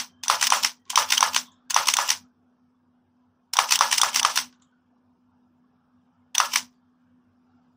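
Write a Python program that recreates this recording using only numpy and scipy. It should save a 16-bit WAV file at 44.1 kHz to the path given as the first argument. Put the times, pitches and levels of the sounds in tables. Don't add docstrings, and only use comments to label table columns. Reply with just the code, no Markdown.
import sys
import numpy as np
from scipy import signal
from scipy.fft import rfft, irfft
from scipy.io import wavfile
from scipy.ndimage import uniform_filter1d

SR = 44100
rng = np.random.default_rng(int(sys.argv[2]) if len(sys.argv) > 2 else 0)


def put_to_file(sound):
    columns = np.atleast_2d(sound).T
    safe = np.clip(columns, -1, 1)
    whole_steps = np.round(safe * 32767)
    wavfile.write(sys.argv[1], SR, whole_steps.astype(np.int16))


def natural_amplitude(level_db):
    exponent = np.asarray(level_db, float) / 20
    return 10 ** exponent


N = 342216
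LEAD = 4410

# frequency in Hz, level in dB per Hz.
WASH = [(15, -59), (30, -42), (60, -41), (87, -18.5), (124, -29.5), (182, -23.5), (252, -13.5), (290, -18),
        (600, -22), (750, -17.5), (1300, -19), (1700, -25.5), (1900, -38.5), (3400, -40), (4400, -46.5),
        (5270, -40), (6200, -47.5), (9000, -56), (16500, -55.5)]
# time in seconds, level in dB.
DRIFT = [(0, 0), (2.4, -0.5), (3.2, -1.5), (4.8, -1.5), (5.7, 2), (6.9, 0.5), (7.76, 4)]
# opening, sagging and shutting in seconds, lift in dB.
FLURRIES = [
    (-.5, 0.033, 0.69, 13.5),
    (0.215, 0.691, .76, 14.5),
    (0.901, 1.455, 1.8, 13),
    (1.7, 2.272, 2.29, 9),
    (3.524, 4.489, 4.67, 12),
    (6.352, 6.658, 6.7, 12.5),
]

# frequency in Hz, t60 in seconds.
ROOM = [(400, 0.23), (1000, 0.16), (2800, 0.15), (6000, .16), (9000, 0.145), (14000, 0.17)]
# delay in seconds, level in dB.
ECHOES = [(0.0126, -17), (0.0205, -24)]

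# time in seconds, peak in dB, ring in Hz, room tail in dB.
FIDGETS = [
    (0.853, -52, 3710, -6),
    (4.468, -46, 3010, -8),
    (4.5265, -50, 3420, -9.5),
    (4.5978, -65, 2900, -9),
    (4.6218, -57, 3666, -13.5),
    (6.727, -67, 3200, -2),
    (0.877, -53.5, 5793, -2),
    (4.712, -72.5, 3300, -6.5),
]
# time in seconds, peak in dB, ring in Hz, room tail in dB.
PINCHES = [
    (1.517, -51, 6385, -10.5),
    (4.6205, -52.5, 6960, -9.5),
]
# frequency in Hz, level in dB per Hz.
FIDGET_COLOUR = [(470, -37.5), (800, -15.5), (1110, -2), (2350, -10.5), (3690, -4.5), (5300, -13),
                 (6890, -4.5), (7800, -17.5), (12000, -35.5), (15600, -63.5), (22000, -120)]
# frequency in Hz, level in dB per Hz.
PINCH_COLOUR = [(470, -43), (1100, -17), (2500, -25), (3700, -3), (5500, -27), (6600, 2), (7800, -3),
                (8500, -28), (16000, -54)]

# frequency in Hz, level in dB per Hz.
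JOLT_COLOUR = [(15, -4.5), (40, -3.5), (100, 0), (160, 0.5), (230, -13), (400, -40)]
# start in seconds, pitch and width in Hz,
# level in dB, t60 in seconds.
LINGERING_TONES = [(0.072, 3142, 60.1, -71, 1.3), (0.771, 3200, 90.5, -74, .3), (1.125, 3700, 58.85, -23, .12),
                   (1.45, 3500, 400, -56, .36), (1.47, 1050, 150.7, -53.5, .25), (1.5, 1650, 200, -67.5, .3),
                   (4.715, 1450, 110, -64, .3), (4.515, 1500, 60, -60, .12), (6.405, 1335, 50, -21, .17),
                   (3.815, 1330, 30, -23, .2), (1.232, 1340, 40, -24, .14), (4.255, 1325, 50, -25, .15),
                   (0.855, 1080, 60, -57, .3), (4.63, 3200, 300, -78, .4), (0.09, 1620, 50, -72, .5),
                   (0.16, 1650, 50, -74, .5), (0.78, 1920, 60, -74, .4), (1.6, 1250, 200, -66, .3),
                   (1.655, 1600, 60, -66, .2), (1.53, 5300, 80, -68, .12), (4.6, 1200, 400, -64, .25),
                   (3.245, 900, 80, -67, .15), (6.73, 4700, 300, -74, .2)]
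# frequency in Hz, level in dB, t60 in seconds.
RATTLE = [(567.5, -30, 0.11), (675, -35, 0.18), (785, -24.5, 0.16), (872, -26.5, 0.22), (950, -22, 0.17),
          (1006, -25, 0.17), (1079, -25, .15), (1182, -25, 0.15), (1216, -27.5, 0.2), (1286, -28, 0.13),
          (1312, -23, 0.18), (1412, -26.5, 0.18), (1694, -29.5, .18), (1714, -25, .16),
          (1806, -35, .12), (1930, -36, .09), (2018, -33, .1), (2590, -35, .06), (3050, -35, .06),
          (3200, -37, .07), (3520, -37, .05), (3737, -38, .07)]
# end and length in seconds, start and slowest level in dB.
RUBS = [(0.413, 0.063, -24.5, -40.5), (0.629, 0.061, -26.5, -33.5), (1.103, 0.072, -26.5, -46),
        (1.346, 0.061, -28.5, -44), (1.873, 0.036, -31.5, -38), (2.087, 0.057, -28, -32.5),
        (3.689, 0.045, -30, -42), (3.91, .051, -29.5, -32.5), (4.143, 0.052, -27, -41),
        (4.358, .047, -28, -34.5), (6.537, 0.078, -28, -45)]

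# time in seconds, peak in dB, ring in Hz, room tail in dB under the knock.
TICKS = [(0.397, -19.5, 3100, -13.5), (0.4118, -7, 6147, -13.5), (0.633, -5, 5350, -12.5),
         (1.0877, -20.5, 3428, -8), (1.1049, -5.5, 5780, -13), (1.3327, -17.5, 6153, -12.5),
         (1.3454, -7, 6270, -8.5), (1.8561, -14.5, 3298, -13), (1.8709, -6.5, 5850, -9),
         (2.0758, -16, 2855, -15.5), (2.0905, -4.5, 5348, -9), (3.692, -13, 5478, -6.5),
         (3.708, -2, 5837, -6), (3.913, -4.5, 5476, -7.5), (4.13, -17, 3146, -8), (4.145, -6.5, 5735, -7),
         (4.361, -6.5, 5552, -3.5), (6.5171, -25, 3062, -24.5), (6.5365, -7, 3030, -7)]
# time in seconds, peak in dB, ring in Hz, room tail in dB.
GRAZES = [
    (0.629, -13, 5400, -12),
    (1.103, -14, 3518, -11.5),
    (2.0892, -11, 5267, -12.5),
    (3.705, -17.5, 3004, -9),
    (4.358, -10, 5786, -12.5),
    (6.5335, -12.5, 3029, -12),
    (1.883, -5, 5958, -20),
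]
# time in seconds, peak in dB, ring in Hz, room tail in dB.
RETURNS = [(0.427, -1.5, 5700, -6), (0.648, 1.5, 5304, -10), (1.123, -1.5, 3640, -7.5),
           (1.363, 0.5, 6130, -9.5), (1.8862, 0, 6355, -9.5), (2.104, 0, 5688, -9.5),
           (3.7227, -2.5, 2530, -8), (3.927, -2, 5483, -7), (4.160, -3, 5640, -6.5), (4.375, -1, 5550, -8),
           (6.559, -1, 5660, -10)]
# time in seconds, peak in dB, ring in Hz, room tail in dB.
EARLIER = [
    (-0.024, -4.5, 3700, -6.5),
]
# frequency in Hz, level in dB per Hz.
TICK_COLOUR = [(180, -56.5), (300, -53.5), (650, -25), (1000, 2.5), (1660, -12), (2170, -3.5), (2890, -1.5),
               (4170, -6), (5370, 2), (11000, -14.5), (14900, -11), (15700, -19), (16500, -40)]
# frequency in Hz, level in dB per Hz.
RETURN_COLOUR = [(180, -55), (300, -41.5), (620, -20), (954, -2.5), (2840, -7.5), (4460, -7), (5370, -2),
                 (6240, -3), (6900, -6.5), (9650, -14.5), (11000, -18), (15400, -18.5), (15900, -50)]

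# time in seconds, peak in dB, ring in Hz, room tail in dB.
CATCHES = [(0.235, -15, 4965, -7), (0.469, 0, 5272, -26), (0.901, -11, 3146, -10),
           (1.177, -3.5, 3200, -18.5), (1.706, -5.5, 6240, -16.5), (1.938, -6, 6300, -16),
           (3.535, -7, 5460, -13.5), (3.756, -4, 5402, -26.5), (3.98, -2, 5140, -14),
           (4.196, -3.5, 4837, -44.5), (6.35, -7.5, 3383, -16.5)]
# time in seconds, peak in dB, ring in Hz, room tail in dB.
SCRAPES = [
    (0.462, -16, 5190, -31.5),
    (1.170, -11.5, 1037, -23.5),
    (1.699, -17, 5130, -25),
    (1.934, -14, 5487, -24),
    (3.750, -11, 3213, -25.5),
    (3.974, -12.5, 5160, -26),
    (4.190, -14.5, 5100, -30.5),
]
# time in seconds, peak in dB, ring in Hz, room tail in dB.
SNAPS = [
    (0.2355, -15.5, 4835, -29.5),
    (1.179, -7, 3200, -29),
    (1.9385, 0, 6332, -31),
    (3.757, -5.5, 3140, -30),
]
# time in seconds, peak in dB, ring in Hz, room tail in dB.
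NUDGES = [(0.26, -31, 959, -4), (0.491, -22.5, 1107, -1.5), (0.933, -24, 989, -6.5), (1.194, -22.5, 952, 1),
          (1.727, -30.5, 1367, 4.5), (1.956, -25, 973.4, 2), (3.556, -20.5, 1006, -1.5),
          (3.779, -20, 922.4, -3.5), (3.999, -15.5, 954, -11), (4.216, -20, 970, -1),
          (6.367, -26, 940.5, 0)]
# time in seconds, peak in dB, ring in Hz, room tail in dB.
LATCHES = [(0.2815, -3.5, 6018, -13), (0.5027, -1, 5980, -13), (0.9571, 0.4, 3197, -11.5),
           (1.2066, -1.7, 5950, -13.5), (1.7438, -2, 5887, -14), (1.9678, -0.5, 5923, -14.5),
           (3.5684, -2.5, 3516, -14), (3.7898, -4.5, 3546, -16), (4.0148, 2, 3526, -19.5),
           (4.2298, -4.5, 5834, -17), (6.3809, -0.06, 6080, -15)]
# time in seconds, peak in dB, ring in Hz, room tail in dB.
SLAMS = [(0.299, -1.95, 1070, -3), (0.522, -1.3, 1005, -3.5), (0.975, -2.25, 1037, -4),
         (1.227, 0.45, 1071, -7.5), (1.763, -0.23, 1020, -5), (1.987, -4, 979.6, -3),
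         (3.588, -0.5, 1019, -7.5), (3.809, 0.44, 1059, -6), (4.033, -3, 1144, -4.5),
         (4.2489, -0.5, 1208, -8), (6.401, -0.2, 1172, -7.5)]
# frequency in Hz, level in dB per Hz.
CATCH_COLOUR = [(180, -57.5), (300, -39.5), (620, -27), (880, -3), (1690, -5.5), (2890, 2), (4170, -1),
                (6340, 5.5), (8870, -6.5), (9810, -7), (11400, -14.5), (15200, -9), (16500, -27.5)]
# frequency in Hz, level in dB per Hz.
NUDGE_COLOUR = [(180, -58), (500, -32.5), (800, -2), (1100, 1.5), (1500, -4), (3000, -31), (6000, -29.5),
                (16500, -55)]
# frequency in Hz, level in dB per Hz.
LATCH_COLOUR = [(180, -64.5), (300, -41.5), (1020, -16), (2700, -14.5), (3530, -5.5), (4460, -13),
                (5930, 0), (6900, -15), (9980, -17), (11200, -24.5), (14900, -24.5), (16500, -29)]
# frequency in Hz, level in dB per Hz.
SLAM_COLOUR = [(180, -57.5), (330, -38), (600, -23), (800, -7.5), (1130, -6), (2000, -5.5), (2900, -4.5),
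               (4000, -9), (6100, -0.5), (7200, -12.5), (9500, -13.5), (12000, -25), (15400, -24),
               (15900, -50)]
# frequency in Hz, level in dB per Hz.
SLAM_TAIL = [(180, -68.5), (330, -44.5), (560, -17.5), (760, -17), (920, -8.5), (1050, -9), (1350, -7),
             (1520, -10), (2300, -16), (2800, -16.5), (4030, -18), (5900, -13.5), (8500, -23.5),
             (16500, -31.5)]
# frequency in Hz, level in dB, t60 in seconds.
SHELL = [(884, -8, 0.16), (1020, 8.5, .024), (1125.4, 0, 0.052), (1244, -10.5, 0.67)]
# frequency in Hz, level in dB, t60 in seconds.
WALLS = [(1060, -6, .025), (2050, -9, .016), (2350, -8, .014), (3120, -6, .016), (3720, -7, .016),
         (4900, -6, .014), (5500, -2, .014), (6200, -3, .014)]

# frequency in Hz, gain in dB.
MICROPHONE = [(300, -0.5), (600, -0.06), (1500, -2), (3000, 2.5), (4000, 0.5), (6350, 1), (6650, -4),
              (7700, -1.5), (8000, 0.36), (10650, 0.45), (10950, -5.5), (13500, -4), (15500, 3),
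              (15850, -9), (16650, -14), (16950, -70)]
# lower and upper edge in Hz, spread in dB.
PATCHY = [(1800, 3300, 1.5), (3300, 4800, 1.5), (4800, 6500, 1.5), (6700, 7700, 5), (7900, 10600, 2),
          (10900, 12400, 4), (12400, 14000, 4.5), (14000, 16800, 4)]


def evened(x):
    return x / np.sqrt(np.mean(x ** 2) + 1e-20)


def smooth_noise(count, size):
    return evened(uniform_filter1d(rng.standard_normal(count), size=size))


def read(points, hz):
    f, value = np.transpose(points)
    return np.interp(np.log(hz + 1), np.log(f + 1), value)


def causal(spectrum, size=2048):
    log_gain = np.log(natural_amplitude(read(spectrum, abs(np.fft.fftfreq(size, 1 / SR)))))
    phase = -signal.hilbert(log_gain).imag
    return np.fft.ifft(np.exp(log_gain + 1j * phase)).real[:size // 2]


def band(x, lo_hz, hi_hz):
    return signal.sosfilt(signal.butter(2, [lo_hz, hi_hz], "bandpass", fs=SR, output="sos"), x)


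def capped(x):
    below = np.clip((15750 - np.fft.rfftfreq(len(x), 1 / SR)) / 350, 0, 1)
    return irfft(rfft(x) * np.sin(np.pi / 2 * below) ** 2, len(x))


def easing(t):
    lifts = []
    for opens, sags, shuts, lift_db in FLURRIES:
        opening = 1 - np.exp(-np.maximum(t - opens, 0) / 0.12)
        lifts.append(lift_db * opening * np.where(t < sags, 1, 0.31) * (t < shuts))
    return uniform_filter1d(np.max(lifts, axis=0), round(0.03 * SR)) + np.interp(t, *np.transpose(DRIFT))


def wash():
    hz, frames = np.fft.rfftfreq(1024, 1 / SR), N // 256 + 5
    re, im, patches, flecks = rng.standard_normal((frames, 513, 4)).T
    flecks = np.maximum(evened(uniform_filter1d(flecks, size=6, axis=1)) - 1.2, 0)
    waver = evened(uniform_filter1d(uniform_filter1d(patches, size=25, axis=0), size=50, axis=1))
    patches = evened(uniform_filter1d(uniform_filter1d(patches, size=4, axis=0), size=12, axis=1))
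    level_db = read(WASH, hz)[:, None] + 2.3 * patches + 0.5 * waver + 7 * flecks
    noise = signal.istft((re + 1j * im) * natural_amplitude(level_db), nperseg=1024, noverlap=768)[1][:N]
    return noise / np.std(band(noise, 170, 16000)) * natural_amplitude(-70.5)


def background():
    t = np.arange(N) / SR
    open_db = easing(t)
    duck_db = np.zeros(N)
    for s, *_ in SLAMS:
        age = np.maximum(t - s, 0)
        duck_db += 14 * (1 - np.exp(-age / .006)) * np.exp(-age / .06)
    a, b, c = rng.standard_normal((3, N))

    hum_hz = 247.8
    hum = 1.35 * np.sin(2 * np.pi * hum_hz * t) + 0.44 * evened(band(a, hum_hz - 9, hum_hz + 9))
    hum *= natural_amplitude(-65.5 + open_db - duck_db)

    throb = 1.15 * np.sin(2 * np.pi * 95.4 * t) + 0.35 * evened(band(b, 80, 115))
    beat = 1 + 0.85 * np.cos(2 * np.pi * 4.49 * (t - 5.09))
    swell_db = 3 * np.cos(2 * np.pi * 0.97 * (t - 5.22))
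    throb *= natural_amplitude(-71.5 + swell_db + 0.72 * open_db) * beat / 2

    rumble = natural_amplitude(-75 + open_db) * evened(band(c, 150, 220))
    lifted = natural_amplitude(.6 * (uniform_filter1d(open_db, size=3000) - np.median(open_db)))
    return hum + throb + rumble + wash() * lifted


def room(x):
    out, t = np.zeros(len(x)), np.arange(len(x)) / SR
    for k in range(3):
        hz, s, z = signal.stft(rng.standard_normal(SR // 2), SR, nperseg=256)
        z = z * natural_amplitude(-60 * s / read(ROOM, hz)[:, None])
        tail = signal.istft(z, SR, nperseg=256)[1]
        age = np.arange(len(tail)) / SR
        tail = tail * natural_amplitude(2.6 * smooth_noise(len(tail), 70))
        early = sum(natural_amplitude(db) * np.exp(-((age - delay) / 0.00063) ** 2) for delay, db in ECHOES)
        tail = tail * (np.clip(age / .009 - .4, 0, 1) + early)
        turn = np.cos(2 * np.pi * 1.7 * t + k * np.pi / 3)
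        out += signal.fftconvolve(x * turn, tail / np.linalg.norm(tail))[:len(x)]
    return out


def jolts():
    t = np.arange(N) / SR
    shape = sum(natural_amplitude(-60 * np.maximum(t - s, 0) / 0.12) * (t > s) for s, *_ in SLAMS + RETURNS)
    low = irfft(rfft(rng.standard_normal(N)) * natural_amplitude(read(JOLT_COLOUR, np.fft.rfftfreq(N, 1 / SR))), N)
    return natural_amplitude(-59.5) * uniform_filter1d(shape, size=400) * evened(low)


def lingering_tones():
    out, age = np.zeros(N), np.arange(SR) / SR
    for s, hz, width, db, t60 in LINGERING_TONES:
        rise_s = .021 / natural_amplitude(.35 * (db + 63.5))
        ring = band(rng.standard_normal(SR), hz - width / 2, hz + width / 2)
        ring = ring / np.sqrt(abs(uniform_filter1d(ring ** 2, size=1800)) + 1e-9)
        part = out[round(s * SR):][:SR]
        part += (natural_amplitude(db - 60 * age / t60) * np.minimum(age / rise_s, 1) * ring)[:len(part)]
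    return out


def panels():
    out, t = np.zeros(N), np.arange(SR // 5) / SR
    hz, db, t60 = np.transpose(RATTLE)[:, :, None]
    start = rng.random(hz.shape)
    for s, peak_db, _, tail_db in SLAMS:
        a, b, c = rng.standard_normal((3, *hz.shape))
        wobble = 1 + .45 * np.sin(2 * np.pi * (rng.uniform(14, 40, hz.shape) * t + start * 7))
        tones = np.sin(2 * np.pi * (hz * (1 + .002 * b) * t + start + .08 * c))
        rings = (wobble * natural_amplitude(db + 2.5 * a - 60 * t / t60) * tones).sum(axis=0)
        out[round(s * SR):][:len(t)] += natural_amplitude(.6 * (peak_db + tail_db + 4.5)) * rings * np.minimum(t / .011, 1) ** 2
    return natural_amplitude(8.5) * out


def rub():
    out = np.zeros(N)
    for end, length, start_db, slowest_db in RUBS:
        s = [end - length, end - 0.67 * length, end - 0.0029, end]
        db = [start_db, slowest_db, -36.5, -27.5]
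        t = np.arange(s[0] - .02, s[-1] + 0.0054, 1 / SR)
        grit = rng.standard_normal(len(t)) * natural_amplitude(0.98 * smooth_noise(len(t), 60))
        grit = signal.fftconvolve(grit, causal(TICK_COLOUR))[:len(t)]
        fade = np.minimum((t - t[0]) / 0.0091, 1)
        out[round(t[0] * SR):][:len(t)] += natural_amplitude(np.interp(t, s, db) - 1.5) * fade * evened(grit)
    return out


def shell_ring(hz, age):
    out = np.zeros(len(age))
    for f, db, t60 in SHELL:
        pitch = f * (hz / 1030) ** 0.58 * (1 + 0.017 * rng.standard_normal())
        out += natural_amplitude(db - 60 * age / t60) * np.sin(2 * np.pi * pitch * age)
    return band(out * np.minimum(age / .0009, 1), 760, 1600)


def wall_ring(grit, age):
    response = np.zeros(len(age))
    for f, db, t60 in WALLS:
        a, b = rng.standard_normal(2)
        response += natural_amplitude(db + 4 * a - 60 * age / t60) * np.sin(2 * np.pi * f * (1 + .015 * b) * age)
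    return band(band(signal.fftconvolve(grit, response)[:len(grit)], 750, 9000), 750, 9000)


def knocks(rows, colour, tail_colour, trim_db, rise, fall_ms, flat, lead_db, shell_db=-60, ping_db=-10.0,
           wall_db=-14.0, lead_ms=5.4, sudden=1, trail_db=-40, trail_ms=6.0):
    out, taps, puff = np.zeros((2, N + 2 * LEAD)), causal(colour), causal(tail_colour)
    ms = np.arange(-441, 1764) * 1000 / SR
    after = np.maximum(ms, 0) / 1000
    past = np.maximum(ms - rise, 0)
    shape = np.clip(ms / max(rise, .1), 0, 1) * np.exp(-(past / fall_ms) ** flat)
    shape += natural_amplitude(lead_db) * np.clip(sudden * (1 + ms / lead_ms), 0, 1) * (ms < rise)
    shape += natural_amplitude(trail_db) * (ms >= rise) * np.exp(-past / trail_ms)
    for s, peak_db, hz, tail_db in rows:
        uneven = natural_amplitude(1.6 * smooth_noise(len(ms), 24))
        grit = shape * rng.standard_normal(len(ms)) * uneven
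        knock = evened(signal.fftconvolve(grit, taps)[:len(ms)])
        knock += natural_amplitude(wall_db) * evened(wall_ring(grit, after[441:]))
        knock += natural_amplitude(ping_db) * evened(band(grit, hz * .95, hz * 1.05))
        knock += natural_amplitude(shell_db) * evened(shell_ring(hz, after))
        knock *= natural_amplitude(peak_db + trim_db) / abs(knock).max()
        at = round((s - .0005) * SR) + LEAD
        out[0, at - 441:at + 1764] += knock
        out[1, at:at + len(puff)] += natural_amplitude(tail_db) * np.linalg.norm(knock) * puff / np.linalg.norm(puff)
    return out


def fingers():
    shifts = knocks(FIDGETS, FIDGET_COLOUR, FIDGET_COLOUR, trim_db=1.0, rise=1.1, fall_ms=3.7, flat=1.2,
                    lead_db=-19.5, wall_db=-4.5)
    return shifts + knocks(PINCHES, PINCH_COLOUR, PINCH_COLOUR, trim_db=0.5, rise=1.2, fall_ms=7.2, flat=1.2,
                           lead_db=-12, wall_db=-40)


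def release():
    ticks = knocks(TICKS, TICK_COLOUR, TICK_COLOUR, trim_db=-5.0, rise=1.0, fall_ms=5.7, flat=4.3, lead_db=-24.5)
    grazes = knocks(GRAZES, TICK_COLOUR, TICK_COLOUR, trim_db=-4.0, rise=.6, fall_ms=1.8, flat=3.0, lead_db=-30)
    home = knocks(RETURNS + EARLIER, RETURN_COLOUR, RETURN_COLOUR, trim_db=-2.0, rise=.4, fall_ms=3.3, flat=3,
                  lead_db=-7, lead_ms=2.8, sudden=3, trail_db=-7, trail_ms=9.0)
    return ticks + grazes + home


def catch():
    over = knocks(CATCHES, CATCH_COLOUR, CATCH_COLOUR, trim_db=-4.5, rise=0.96, fall_ms=8.1, flat=2.1,
                  lead_db=-11.0, wall_db=-9.0)
    drag = knocks(SCRAPES, CATCH_COLOUR, CATCH_COLOUR, trim_db=-3.5, rise=2.5, fall_ms=22.0, flat=3.3,
                  lead_db=-25, wall_db=-7.0)
    snap = knocks(SNAPS, CATCH_COLOUR, CATCH_COLOUR, trim_db=0.0, rise=.8, fall_ms=1.3, flat=1.5, lead_db=-30)
    nudge = knocks(NUDGES, NUDGE_COLOUR, NUDGE_COLOUR, trim_db=0.0, rise=0.91, fall_ms=0.56, flat=0.96,
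                   lead_db=-9.5, ping_db=-3.5, wall_db=-40.5)
    return over + drag + snap + nudge


def latch():
    return knocks(LATCHES, LATCH_COLOUR, LATCH_COLOUR, trim_db=-2, rise=0.99, fall_ms=2.4, flat=1.3,
                  lead_db=-34.0, wall_db=-16.5, trail_db=-18, trail_ms=6.1)


def slam():
    out = knocks(SLAMS, SLAM_COLOUR, SLAM_TAIL, trim_db=2.0, rise=0.97, fall_ms=12.0, flat=0.99, lead_db=-40.0,
                 shell_db=5.5, ping_db=-8, wall_db=-15.0, trail_db=-9, trail_ms=8.0)
    out[0] += natural_amplitude(-17) * np.roll(band(out[0], 800, 1300), round(.0495 * SR))
    return out


def scene():
    around = background() + jolts() + lingering_tones() + panels() + capped(rub())
    direct, to_room = fingers() + release() + catch() + latch() + slam()
    toy = direct + natural_amplitude(3.5) * capped(room(to_room))
    return (around + toy[LEAD:LEAD + N])[None]


def gain_dips():
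    dip_db, age = np.zeros(N), np.maximum(np.arange(SR // 2) / SR - .004, 0)
    dip = (1 - np.exp(-age / .003)) * np.exp(-age / .035)
    for rows, depth_db in [(CATCHES, 5), (LATCHES, 0.5), (SLAMS, 14.5), (TICKS, -0.5), (RETURNS, 2)]:
        for s, *_ in rows:
            dip_db[round(s * SR):][:SR // 2] += depth_db * dip
    return dip_db


def patched(x):
    hz, s, z = signal.stft(x, SR, nperseg=256)
    for lo_hz, hi_hz, db in PATCHY:
        blocks = np.repeat(rng.standard_normal(len(s) // 5 + 1), 5)[:len(s)]
        z[:, (hz >= lo_hz) & (hz < hi_hz)] *= natural_amplitude(db * np.clip(blocks, -2, 1))
    return signal.istft(z, SR, nperseg=256)[1][:, :N]


def top_shut(x):
    top = signal.sosfiltfilt(signal.butter(6, 8000, "highpass", fs=SR, output="sos"), x)
    near = uniform_filter1d(x ** 2, size=900) / natural_amplitude(2 * -56)
    return x - top * (near < 1) * (near > natural_amplitude(-30)) * (1 - np.sqrt(abs(near)))


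def top_cut(x):
    return signal.sosfilt(signal.butter(12, 16810, fs=SR, output="sos"), x)


def record(dry):
    bass = signal.sosfiltfilt(signal.butter(4, 330, fs=SR, output="sos"), dry)
    rest = signal.oaconvolve(dry - bass, causal(MICROPHONE)[None])[:, :N] / natural_amplitude(gain_dips())
    rest = top_shut(patched(rest))
    return top_cut(np.clip(bass + rest, -.93, .93))


dry = scene()
out = record(dry)
put_to_file(out)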